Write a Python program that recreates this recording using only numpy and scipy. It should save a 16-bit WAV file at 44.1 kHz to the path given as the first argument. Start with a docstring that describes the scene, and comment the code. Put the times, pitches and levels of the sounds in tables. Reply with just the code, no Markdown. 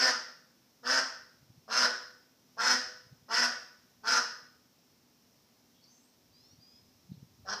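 """A hoarse quack, already under way, opens the scene: a duck on a concrete porch calls six times.
House walls ring after every call. In the pause that follows, a distant bird squeaks and whistles,
then comes a softer seventh quack. The duck is made of throat slaps and rasping air shaped by throat and bill;
the bird is gliding tones. Soft low bumps reach the hand-held microphone, over a faint rumble, hum and hiss."""
import sys
import numpy as np
from scipy import signal
from scipy.fft import rfft, irfft, next_fast_len
from scipy.io import wavfile
from scipy.ndimage import map_coordinates

SR = 44100
rng = np.random.default_rng(int(sys.argv[2]) if len(sys.argv) > 2 else 0)


def to_wav(sig):
    """Store sig (one row per channel, or 1-D mono) as 16-bit WAV at the path in sys.argv[1].

    Samples outside -1..1 are clipped; the rate is SR.
    """
    pcm = np.clip(np.atleast_2d(sig), -1, 1) * 32767
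    pcm = np.round(pcm).astype(np.int16)
    wavfile.write(sys.argv[1], SR, pcm.T)  # frames by channels


N = 335160  # length of the scene in samples

# The duck's calls, levels before swell and porch: start_s, length_s, level_db, top_pitch_hz, widest_opening (0-1)
QUACK_CALLS = [(-.07, .18, -25, 257.4, 1), (0.826, .172, -26.5, 267.9, 1),
               (1.675, 0.19, -26.2, 255.6, 0.99), (2.566, .18, -25.5, 256.4, 1),
               (3.28, 0.18, -26, 249.7, 1), (4.027, .17, -26.5, 247.4, 0.99),
               (7.446, 0.1, -33.5, 213.2, 0.31)]


def duck():
    """Play every quack; each gets its own pattern of wall echoes."""
    track = np.zeros(N)
    for start_s, *call in QUACK_CALLS:
        add(track, start_s, porch(quack(*call), wet_db=-2.5))
    return track


# Resonances of the throat with the bill nearly shut: center_hz, width_hz, level_db
THROAT_BILL_SHUT = [(399, 90, -13.5), (700.7, 130, 4.5), (945, 62, -7.5), (1000, 200, -3), (1350, 270, 4),
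                    (1740, 220, -29)]
# The same with the bill wide open: center_hz, width_hz, level_db
THROAT_BILL_OPEN = [(360, 120, -23), (494, 120, -9.5), (666.5, 108, -4), (892, 100, -5), (1467, 182, 2.5),
                    (1895, 220, -2.5), (3210, 2300, -12)]
# Resonances of the bill, before the slight retuning in quack(): center_hz, width_hz, level_db
BILL_RESONANCES = [(4160, 406, -3.5), (5060, 354, 2.5), (5587, 602, -6.5), (6645, 450, -21.5),
                   (7900, 2300, -30), (11400, 2700, -33)]
# Overall tone of the bill sound: frequency_hz, level_db
BILL_TONE = [(1500, -30), (3600, -16.5), (4500, -9), (6400, 6), (7300, 5), (9500, -7.5), (11300, -3),
             (15000, 0.5)]
# Clear low tones of the voice, levels relative to CHEST_DB: multiple_of_pitch, level_db
CHEST_PARTIALS = [(1, 5), (1.5, -7), (2, 1), (2.5, -3), (3, -11.5)]
# breath pressure swells, holds, then lets go; loudness and pitch follow the swell
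SWELL_S, SWELL_DB, RELEASE_S, RELEASE_DB = .09, 8.5, .016, 9
PITCH_RISE, PITCH_SAG_PER_S = .15, .4  # shares of the top pitch
# the bill swings open at the start of each quack, and its ring comes up with it
OPEN_S, BILL_DB, BILL_SHUT_DB = 0.05, -2.5, -7.5
THROAT_RASP, BILL_RASP = 0.4588, 0.806  # share of rasping air (0-1)
DOUBLING, CHEST_DB = .62, -22.5  # how uneven neighboring cycles are, level of the low tones


def quack(length_s, level_db, top_hz, widest, jitter=.018, scatter_db=1.75, low_cut_hz=300,
          throat_top_hz=3600, shut_top_hz=6200, soft_hz=800, soft_s=0.039, rasp_low_hz=600, tuning=1.005):
    """The voice organ (syrinx) slaps shut once a cycle; slaps and rasping air ring the throat and bill."""
    size = int(length_s * SR)
    t = np.arange(size) / SR
    pressure = ramp(t, SWELL_S)
    gape = ramp(t, OPEN_S)
    effort_db = -SWELL_DB * (1 - pressure) - RELEASE_DB * (1 - ramp(length_s - t, RELEASE_S))
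    sag = PITCH_SAG_PER_S * np.maximum(t - SWELL_S, 0)
    pitch_hz = top_hz * (1 - PITCH_RISE * (1 - pressure) - sag)
    opening = np.clip(widest * gape, 0, 1)
    cycles = np.cumsum(pitch_hz * (1 + jitter * wobble(200, size))) / SR

    # every other cycle is weaker, which puts hoarse lines between the harmonics
    unevenness = 1 + DOUBLING * gape * np.cos(np.pi * cycles)
    strength = unevenness * amp(scatter_db * wobble(149.7, size))
    slaps = unit(np.diff(np.floor(cycles), prepend=0) * strength)
    # the air rasps in puffs, one per cycle
    puffs = np.exp(0.54 * np.cos(2 * np.pi * cycles))
    rasp = unit(rng.standard_normal(size) * strength * puffs)
    rasp = filtered(rasp, lambda f: f / np.hypot(f, rasp_low_hz))
    throat_source = blend(slaps, rasp, THROAT_RASP)
    bill_source = blend(slaps, rasp, BILL_RASP)

    def throat_band(f):
        """Keep the throat sound between its low and high limits."""
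        return 1 / (1 + (low_cut_hz / (f + 1)) ** 6) / (1 + (f / throat_top_hz) ** 6)

    # as the bill opens, the vowel lifts and the top treble comes out
    shut = unit(filtered(throat_source, lambda f: resonances(THROAT_BILL_SHUT, f) * throat_band(f)))
    wide = unit(filtered(throat_source, lambda f: resonances(THROAT_BILL_OPEN, f) * throat_band(f)))
    throat = unit(blend(shut, wide, opening))
    bill = unit(filtered(bill_source,
                         lambda f: resonances(BILL_RESONANCES, f / tuning) * amp(along(BILL_TONE, f))))
    bill = unit(unmuffle(bill, shut_top_hz, opening))
    chest = np.zeros(size)
    for multiple, partial_db in CHEST_PARTIALS:
        waver = amp(3.044 * wobble(110, size))
        tone = unit(waver * np.sin(2 * np.pi * multiple * cycles))
        chest += gape * amp(CHEST_DB + partial_db) * tone

    voice = amp(-2.0) * throat + amp(BILL_DB + BILL_SHUT_DB * (1 - gape)) * bill + chest
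    # the first cycles close softly and sound dull
    voice = unmuffle(voice, soft_hz, ramp(t, soft_s))
    return voice * amp(level_db + effort_db) * signal.windows.tukey(size, .04)


# How long each frequency takes to fade by 60 dB: frequency_hz, fade_s
PORCH_FADES = [(120, 0.31), (250, 0.26), (380, .5), (510, 0.68), (700, 0.42), (1250, 0.61), (1520, 0.52),
               (1750, 0.6), (2200, 0.54), (4000, 0.56), (5200, 0.55), (6500, 0.5), (14000, 0.37)]
# Standing waves between the walls: frequency_hz, level_db, fade_s (by 60 dB)
WALL_RINGS = [(500.5, -33, .8), (1488, -31, 0.62)]


def porch(x, wet_db, gap_s=0.0046, early_db=-6, early_span_s=.016, count=12):
    """Direct sound, quick bounces off floor and door, wall rings, and a tail fading at its own speed per pitch."""
    hz, t, spectrum = signal.stft(rng.standard_normal(SR), SR, nperseg=256)
    fade = amp(-60 * t / along(PORCH_FADES, hz)[:, None])
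    tail = signal.istft(spectrum * fade, SR, nperseg=256)[1]
    age = np.arange(len(tail)) / SR
    tail = tail * np.minimum(age / gap_s, 1)  # the tail builds up over the gap
    response = amp(wet_db) * tail / np.linalg.norm(tail)

    delays_s = early_span_s * (np.arange(count) + rng.uniform(.2, 1, count)) / count
    positions = (np.append(0, delays_s) * SR).astype(int)
    gains = np.append(1, np.full(count, amp(early_db)))  # direct sound first, then bounces
    early = np.bincount(positions, gains, len(tail))
    response = response + early / np.linalg.norm(early)

    for ring_hz, level_db, fade_s in WALL_RINGS:
        ring = np.sin(2 * np.pi * ring_hz * age + rng.uniform(0, 2 * np.pi)) * amp(-60 * age / fade_s)
        response = response + amp(level_db) * ring / np.linalg.norm(ring)
    return signal.fftconvolve(x, response) / np.linalg.norm(response)


# Short chirps of the distant bird, levels before echoes: start_s, length_s, first_pitch_hz, level_db, rasp (0-1)
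BIRD_CHIRPS = [(5.1, 0.31, 5210, -83, 0.82), (5.726, .1, 3280, -74.5, 0.85), (5.808, .1, 4420, -66.5, 0.4),
               (5.838, 0.0086, 5200, -58.5, .9), (5.868, .14, 6080, -67, .45), (5.882, .2, 7200, -79, .9),
               (6, .12, 8000, -79, .5), (7.107, .046, 3990, -71, 0.88)]
# Its long rising whistles, levels before partials and echoes are added:
# start_s, length_s, first_pitch_hz, last_pitch_hz, level_db
BIRD_WHISTLES = [(6.295, .28, 740, 1000, -66.5), (6.28, .34, 635, 775, -74), (6.579, .245, 787, 865, -62)]
# Tones that make up one whistle: multiple_of_pitch, level_db
WHISTLE_TONES = [(3, -19), (4, -13), (6, 4), (8, -16)]
CHIRP_RISE = 0.054  # every chirp glides up by this share


def far_bird(rasp_hz=350, whistle_flutter_hz=9):
    """Chirps made raspy by fast pitch shaking, then thin rising whistles with one strong partial."""
    track = np.zeros(N)

    def note(tone, level_db):
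        """Set the level of a tone and fade both ends."""
        return amp(level_db) * unit(tone) * signal.windows.tukey(len(tone), .5)

    for start_s, length_s, first_hz, level_db, rasp in BIRD_CHIRPS:
        phase = glide(length_s, first_hz, first_hz * (1 + CHIRP_RISE), rasp * rasp_hz)
        add(track, start_s, note(np.sin(phase), level_db))
    for start_s, length_s, first_hz, last_hz, level_db in BIRD_WHISTLES:
        phase = glide(length_s, first_hz, last_hz, whistle_flutter_hz)
        tone = sum(amp(partial_db) * np.sin(multiple * phase) for multiple, partial_db in WHISTLE_TONES)
        add(track, start_s, note(tone, level_db))
    return porch(track, wet_db=-6.5, early_db=-14)[:N]


# Low bumps at the microphone, levels before the final filter: center_s, level_db
LOW_BUMPS = [(1.43, -50), (1.504, -45.5), (1.581, -46.5), (3.07, -51), (3.128, -44), (3.229, -51),
             (6.535, -54), (6.59, -48.5), (7.12, -31.5), (7.18, -44), (7.23, -39), (7.4, -50.5)]
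BUMP_HZ, BUMP_REF_DB, BUMP_HZ_PER_DB = 129.6, -46, 2.5  # a harder bump sounds higher


def bumps(width_s=0.0029, shudder_db=-15, shudder_width_s=0.032):
    """Each bump is one dull push inside a short shudder."""
    track = np.zeros(N)
    t = np.arange(-SR // 10, SR // 10) / SR  # zero is the middle of the bump
    for center_s, level_db in LOW_BUMPS:
        hz = BUMP_HZ + BUMP_HZ_PER_DB * (level_db - BUMP_REF_DB)
        push = -np.cos(2 * np.pi * hz * t) * np.exp(-np.abs(t) / width_s)
        shudder = wobble(61.4, len(t)) * np.sin(2 * np.pi * hz * t) * np.exp(-(t / shudder_width_s) ** 2)
        add(track, center_s + t[0], amp(level_db) * (push + amp(shudder_db) * shudder))
    # keep roughly 65 to 480 Hz
    return filtered(track, lambda f: 1 / (1 + (65 / (f + 1)) ** 4) / (1 + (f / 480) ** 4))


# Loudness of the rumble over time, before RUMBLE_DB is added: time_s, level_db
RUMBLE_LEVELS = [(0.0, -90), (0.23, -86.5), (1.54, -79.5), (1.84, -85), (3.05, -81.5), (6.12, -85.5),
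                 (7.37, -74.5), (7.6, -65)]
RUMBLE_DB = 3


def handling():
    """The hand on the microphone makes a faint, lumpy rumble: low noise with a wavering level."""
    rumble = unit(filtered(rng.standard_normal(N), lambda f: resonances([(99.3, 88, 0)], f) ** 2))
    level_db = np.interp(np.arange(N) / SR, *np.transpose(RUMBLE_LEVELS))
    return rumble * amp(level_db + RUMBLE_DB + 3.5 * wobble(11, N))


# Tone of the outdoor air, relative levels: frequency_hz, level_db (per Hz)
AIR_TONE = [(25, -33.5), (45, -28.5), (90, -14), (135, -3.5), (243, -4), (475, -10), (903, -13.5),
            (1540, -18.5), (3300, -18.5), (4700, -16), (5450, -10.5), (7500, -24), (9700, -28.5),
            (13000, -21.5), (15000, -22)]
AIR_DB = -67


def background(hum_hz=245, hum_width_hz=25, hum_db=-76):
    """Quiet outdoor air is shaped noise; the fuzzy distant hum is noise in a narrow band."""
    air = unit(filtered(rng.standard_normal(N), lambda f: amp(along(AIR_TONE, f))))
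    hum = unit(filtered(rng.standard_normal(N), lambda f: resonances([(hum_hz, hum_width_hz, 0)], f) ** 2))
    return amp(AIR_DB + 0.28 * wobble(4.3, N)) * air + amp(hum_db) * hum


def amp(db):
    """Turn decibels into a gain."""
    return 10 ** (np.asarray(db) / 20)


def unit(x):
    """Scale to an average (rms) level of 1."""
    return x / np.sqrt(np.mean(x ** 2) + 1e-20)


def along(points, hz):
    """Read a curve of (Hz, value) points on a log frequency axis."""
    f, values = np.transpose(points)
    return np.interp(np.log(hz + 1), np.log(f + 1), values)


def wobble(rate_hz, size):
    """A smooth random curve through rate_hz random points a second."""
    knots = rng.standard_normal(int(size * rate_hz / SR) + 4)
    return map_coordinates(knots, [np.arange(size) * rate_hz / SR])


def filtered(x, response):
    """Filter x with a response given as a function of frequency."""
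    size = next_fast_len(len(x) + 8192)  # spare room for the ringing
    return irfft(rfft(x, size) * response(np.fft.rfftfreq(size, 1 / SR)), size)[:len(x)]


def resonances(modes, f):
    """Add up ringing resonances (Hz, width Hz, dB) with alternating signs."""
    total = 0
    for k, (center, width, db) in enumerate(modes):
        peak = 1j * f * width / (center * center - f * f + 1j * f * width)
        total = total + (-1) ** k * amp(db) * peak
    return total


def blend(a, b, share):
    """Equal-power mix from a (share 0) to b (share 1)."""
    share = np.clip(share, 0, 1)
    return np.sqrt(1 - share) * a + np.sqrt(share) * b


def unmuffle(x, corner_hz, share):
    """Let through a moving share of everything above the corner."""
    dull = filtered(x, lambda f: 1 / (1 + (f / corner_hz) ** 10))
    return dull + share * (x - dull)


def ramp(t, span_s):
    """Rise from 0 to 1 over the span, then hold."""
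    return np.clip(t / span_s, 0, 1)


def glide(length_s, first_hz, last_hz, flutter_hz):
    """Phase of a straight pitch glide with fast random flutter."""
    size = int(length_s * SR)
    pitch_hz = np.linspace(first_hz, last_hz, size) + flutter_hz * wobble(900, size)
    return 2 * np.pi * np.cumsum(pitch_hz) / SR


def add(track, start_s, x):
    """Mix x into the track from start_s, which may lie before zero."""
    start = round(start_s * SR)
    x, start = x[max(-start, 0):], max(start, 0)
    track[start:start + len(x)] += x[:max(N - start, 0)]


def scene():
    """All sources at one microphone."""
    return (duck() + far_bird() + bumps() + handling() + background())[None]


def record(dry, top_hz=15400):
    """Cut away everything from the band limit upward."""
    return np.array([filtered(channel, lambda f: f < top_hz) for channel in dry])


dry = scene()
out = record(dry)
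to_wav(out)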